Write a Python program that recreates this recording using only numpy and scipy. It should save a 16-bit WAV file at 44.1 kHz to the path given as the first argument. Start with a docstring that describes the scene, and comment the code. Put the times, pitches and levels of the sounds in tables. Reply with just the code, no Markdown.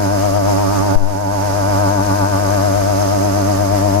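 """An ultrasonic cleaner buzzes, its steel tank full of liquid, close under a stereo microphone.
Its drive pulses with the mains and sweeps about 300 times a second across the tank's resonances;
each microphone port rectifies the loud ultrasound into a warbling buzz. Cavitation hisses above
it, the room rumbles below. One low thump on the left port makes the recorder's gain control duck."""
import sys
import numpy as np
from scipy import signal
from scipy.fft import rfft, irfft
from scipy.io import wavfile
from scipy.ndimage import uniform_filter1d, minimum_filter1d, map_coordinates

SR = 44100
rng = np.random.default_rng(int(sys.argv[2]) if len(sys.argv) > 2 else 0)


def to_wav(sig):
    """Store sig (one row per channel, or 1-D mono) as 16-bit WAV at the path in sys.argv[1].

    Samples outside -1..1 are clipped; the rate is SR.
    """
    pcm = np.clip(np.atleast_2d(sig), -1, 1) * 32767
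    pcm = np.round(pcm).astype(np.int16)
    wavfile.write(sys.argv[1], SR, pcm.T)  # frames by channels


N = 176400
TIME_S = np.arange(N) / SR


def amp(db):
    """Decibels to gain."""
    return 10 ** (np.asarray(db) / 20)


def curves(rows):
    """One value per sample for each column after the time."""
    times_s, *columns = np.transpose(rows)
    return [np.interp(TIME_S, times_s, column) for column in columns]


def wobble(knots_per_s):
    """Smooth random curve of about unit size."""
    knots = rng.standard_normal(int(N * knots_per_s / SR) + 4)
    return map_coordinates(knots, [TIME_S * knots_per_s])


def filtered(x, response):
    """x times a response of frequency, its ends mirrored."""
    mirrored = np.concatenate([x, x[..., ::-1]], axis=-1)
    return irfft(rfft(mirrored) * response(np.fft.rfftfreq(2 * N, 1 / SR)), 2 * N)[..., :N]


def coloured(x, points):
    """x shaped by (Hz, dB) points on a log axis."""
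    points_hz, db = np.transpose(points)
    return filtered(x, lambda hz: amp(np.interp(np.log(hz + 1), np.log(points_hz + 1), db)))


def noise(points):
    """Noise with a spectrum of (Hz, dB per Hz) points."""
    return coloured(rng.standard_normal(N) * np.sqrt(SR / 2), points)


# Each row: frequency in Hz, density in dB per Hz.
RUMBLE_SPECTRUM = [(10, -61), (35, -53.5), (70, -58), (150, -76), (400, -65), (1500, -100)]


def room_rumble():
    """Low room noise, the same at both ports."""
    return noise(RUMBLE_SPECTRUM)


def thump(start_s=0.9555, gain_db=19.5, decay_s=0.023, swing_back_s=0.04):
    """A sudden push of pressure on the left port swings back and dies."""
    age_s = np.maximum(TIME_S - start_s, 0)
    push = amp(gain_db) * age_s / decay_s * (1 - age_s / swing_back_s) * np.exp(-age_s / decay_s)
    return np.array([push, np.zeros(N)])


# Hiss at each port. Each row: frequency in Hz, density in dB per Hz before gain_db.
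LEFT_HISS_SPECTRUM = [(300, -61.5), (1200, -62), (2000, -71.5), (3000, -76), (3500, -81), (4300, -81.5),
                      (5200, -78), (6200, -71.5), (6700, -91), (7400, -74.5), (8250, -71.5), (8700, -95),
                      (9700, -97), (10500, -77.5), (11300, -78), (12300, -86), (13500, -86), (14700, -76),
                      (15200, -84)]
RIGHT_HISS_SPECTRUM = [(300, -66), (1200, -65.5), (2000, -70.5), (3300, -78), (4400, -71.5), (5100, -65),
                       (5700, -70.5), (6100, -72.5), (6270, -59), (6450, -72), (6850, -69), (7600, -85),
                       (8250, -92), (8700, -75.5), (9600, -82), (10300, -75.5), (11400, -71), (11900, -76),
                       (12300, -88), (13500, -81), (14700, -80), (15200, -84)]


def cavitation(gain_db=2, sway_db=0.8, pulse_depth=0.099):
    """Countless collapsing bubbles hiss, pulsing faintly with the drive."""
    level = amp(gain_db + sway_db * wobble(knots_per_s=18))
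    pulsing = 1 + pulse_depth * (2 * mains_pulses(lag_s=0.0019) - 1)
    return level * pulsing * np.array([noise(LEFT_HISS_SPECTRUM), noise(RIGHT_HISS_SPECTRUM)])


MAINS_PULSE_HZ = 99.933


def mains_pulses(lag_s, narrowness=2.07):
    """Drive power, 0 to 1: one pulse per half wave of the mains."""
    return np.abs(np.sin(np.pi * MAINS_PULSE_HZ * (TIME_S - lag_s))) ** narrowness


def warble(rate_hz=8.3196, top_s=0.1326):
    """The drive's slow triangular modulation, -1 to 1."""
    return signal.sawtooth(2 * np.pi * rate_hz * (TIME_S - top_s) + np.pi, 0.5)


def sweep(lead_cycles, mean_rate_hz=299.553, warble_depth_hz=16.414, mains_pull_hz=8):
    """The drive's place in its frequency sweep, -1 to 1; the rate warbles and rises with each pulse."""
    ripple = -np.cos(2 * np.pi * MAINS_PULSE_HZ * TIME_S) / 2
    rate_hz = mean_rate_hz + warble_depth_hz * warble() + mains_pull_hz * ripple
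    return np.cos(2 * np.pi * (np.cumsum(rate_hz) / SR + lead_cycles))


# Two resonances per port drift as the standing waves shift. Each row: time in seconds,
# first one's place in half sweeps from mid-sweep, its relative level in dB, the same for the second.
LEFT_RESONANCES = [(0.0, -0.55, -11, 0.29, -2.5), (0.25, -0.41, -6.5, 0.22, -2.5),
                   (0.5, -0.52, -4.5, 0.14, -1), (0.75, -0.37, -6, 0.18, -11.5),
                   (0.95, -0.46, -4, 0.18, -3.5), (1.25, -0.47, -7, 0.28, -1), (1.55, -0.48, -9, 0.24, -4),
                   (1.8, -0.49, -8.5, 0.24, 1), (2.0, -0.5, -14.5, 0.32, -2), (2.25, -0.63, -12, 0.28, -1),
                   (2.5, -0.48, -7.5, 0.27, 0.2), (2.8, -0.51, -6, 0.21, -1), (3.1, -0.44, -6.5, 0.2, -3),
                   (3.35, -0.28, -2.5, 0.43, -4.5), (3.65, -0.43, -5, 0.33, -1.5),
                   (4.0, -0.29, -1.5, 0.46, 1)]
RIGHT_RESONANCES = [(0.0, 0.97, -3.5, -0.25, -11.5), (0.25, 0.96, -6, -0.69, -17),
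                    (0.5, 0.99, -2.4, -0.59, -13), (0.75, 0.83, -4, -0.64, -10.5),
                    (0.95, 0.98, -2.3, -0.29, -9.5), (1.25, 1.2, -0.5, -0.41, -7),
                    (1.55, 0.96, -8, -0.41, -10), (1.8, 0.95, -3, -0.47, -5.5),
                    (2.0, 0.95, -5.5, -0.47, -11.5), (2.25, 0.91, -5.5, -0.52, -9.5),
                    (2.5, 0.86, -5, -0.59, -11), (2.8, 0.99, -5.5, -0.7, -15), (3.1, 0.99, -4, -0.67, -14),
                    (3.35, 0.94, -3.5, -0.61, -13.5), (3.65, 0.95, -5.5, -0.6, -13),
                    (4.0, 1.06, -4.5, -0.63, -13)]
# Throb common to both ports. Each row: time in seconds, swing in dB (positive: louder at warble top).
SHARED_THROB = [(0, -2.5), (.3, -0.2), (.6, -1.7), (.9, -3), (1.5, -1.5), (1.93, -2.5), (2.0, -4.5),
                (2.3, -4.5), (2.45, -2), (4, 0)]
# Tone of the buzz. Each row: frequency in Hz, gain in dB.
BUZZ_RESPONSE = [(15, -41), (50, 0), (100, -0.5), (200, 3.5), (300, 2), (450, -6.5), (600, 2), (720, 1),
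                 (880, 4), (1050, 0), (1200, 1), (1350, -3), (1500, -2.5), (2000, -23.5), (3000, -21)]


def buzz(resonances, widths, shift, lag_s, lead_cycles, throb_db, sway_db=0.6, flutter_depth=0.035):
    """Ultrasound rectified at one port flares as the sweep crosses a resonance; bubbles flutter it."""
    place = sweep(lead_cycles) + shift * warble()  # place, shift and widths in half sweeps
    swing_db = (throb_db + curves(SHARED_THROB)[0]) * warble()
    drift = curves(resonances)
    intensity = 0
    for centre, level_db, width in zip(drift[::2], drift[1::2], widths):
        level = amp(level_db + swing_db + sway_db * wobble(knots_per_s=9))
        flutter = 1 + flutter_depth * wobble(knots_per_s=350)
        intensity += level * flutter * np.exp(-((place - centre) / width) ** 2)
    return coloured(-intensity * mains_pulses(lag_s), BUZZ_RESPONSE)


def scene():
    """Buzz, hiss, thump and room noise at the two ports."""
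    left = buzz(LEFT_RESONANCES, widths=(0.3, 0.43), shift=0.079,
                lag_s=0.0004, lead_cycles=0.021, throb_db=3.05)
    right = buzz(RIGHT_RESONANCES, widths=(0.42, 0.42), shift=-0.061,
                 lag_s=-0.00064, lead_cycles=0.075, throb_db=0.24)
    return np.array([left, right]) + cavitation() + thump() + room_rumble()


CEILING_DB, HOLD_S, RELEASE_DB_PER_S, BAND_LIMIT_HZ = -1.5, 0.053, 18, 15200


def record(dry):
    """Gain control ducks both channels at a peak, holds and recovers slowly; then the band limit."""
    peak_db = 20 * np.log10(np.abs(dry).max(axis=0) + 1e-9)
    needed_db = np.minimum(CEILING_DB - peak_db, 0)
    hold_samples = int(HOLD_S * SR)
    held_db = minimum_filter1d(needed_db, size=hold_samples, origin=(hold_samples - 1) // 2)
    release_db = RELEASE_DB_PER_S * TIME_S
    gain_db = np.minimum.accumulate(held_db - release_db) + release_db
    smooth_gain = uniform_filter1d(minimum_filter1d(amp(gain_db), size=256), size=256)
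    return filtered(dry * smooth_gain, lambda hz: hz < BAND_LIMIT_HZ)


dry = scene()
out = record(dry)
to_wav(out)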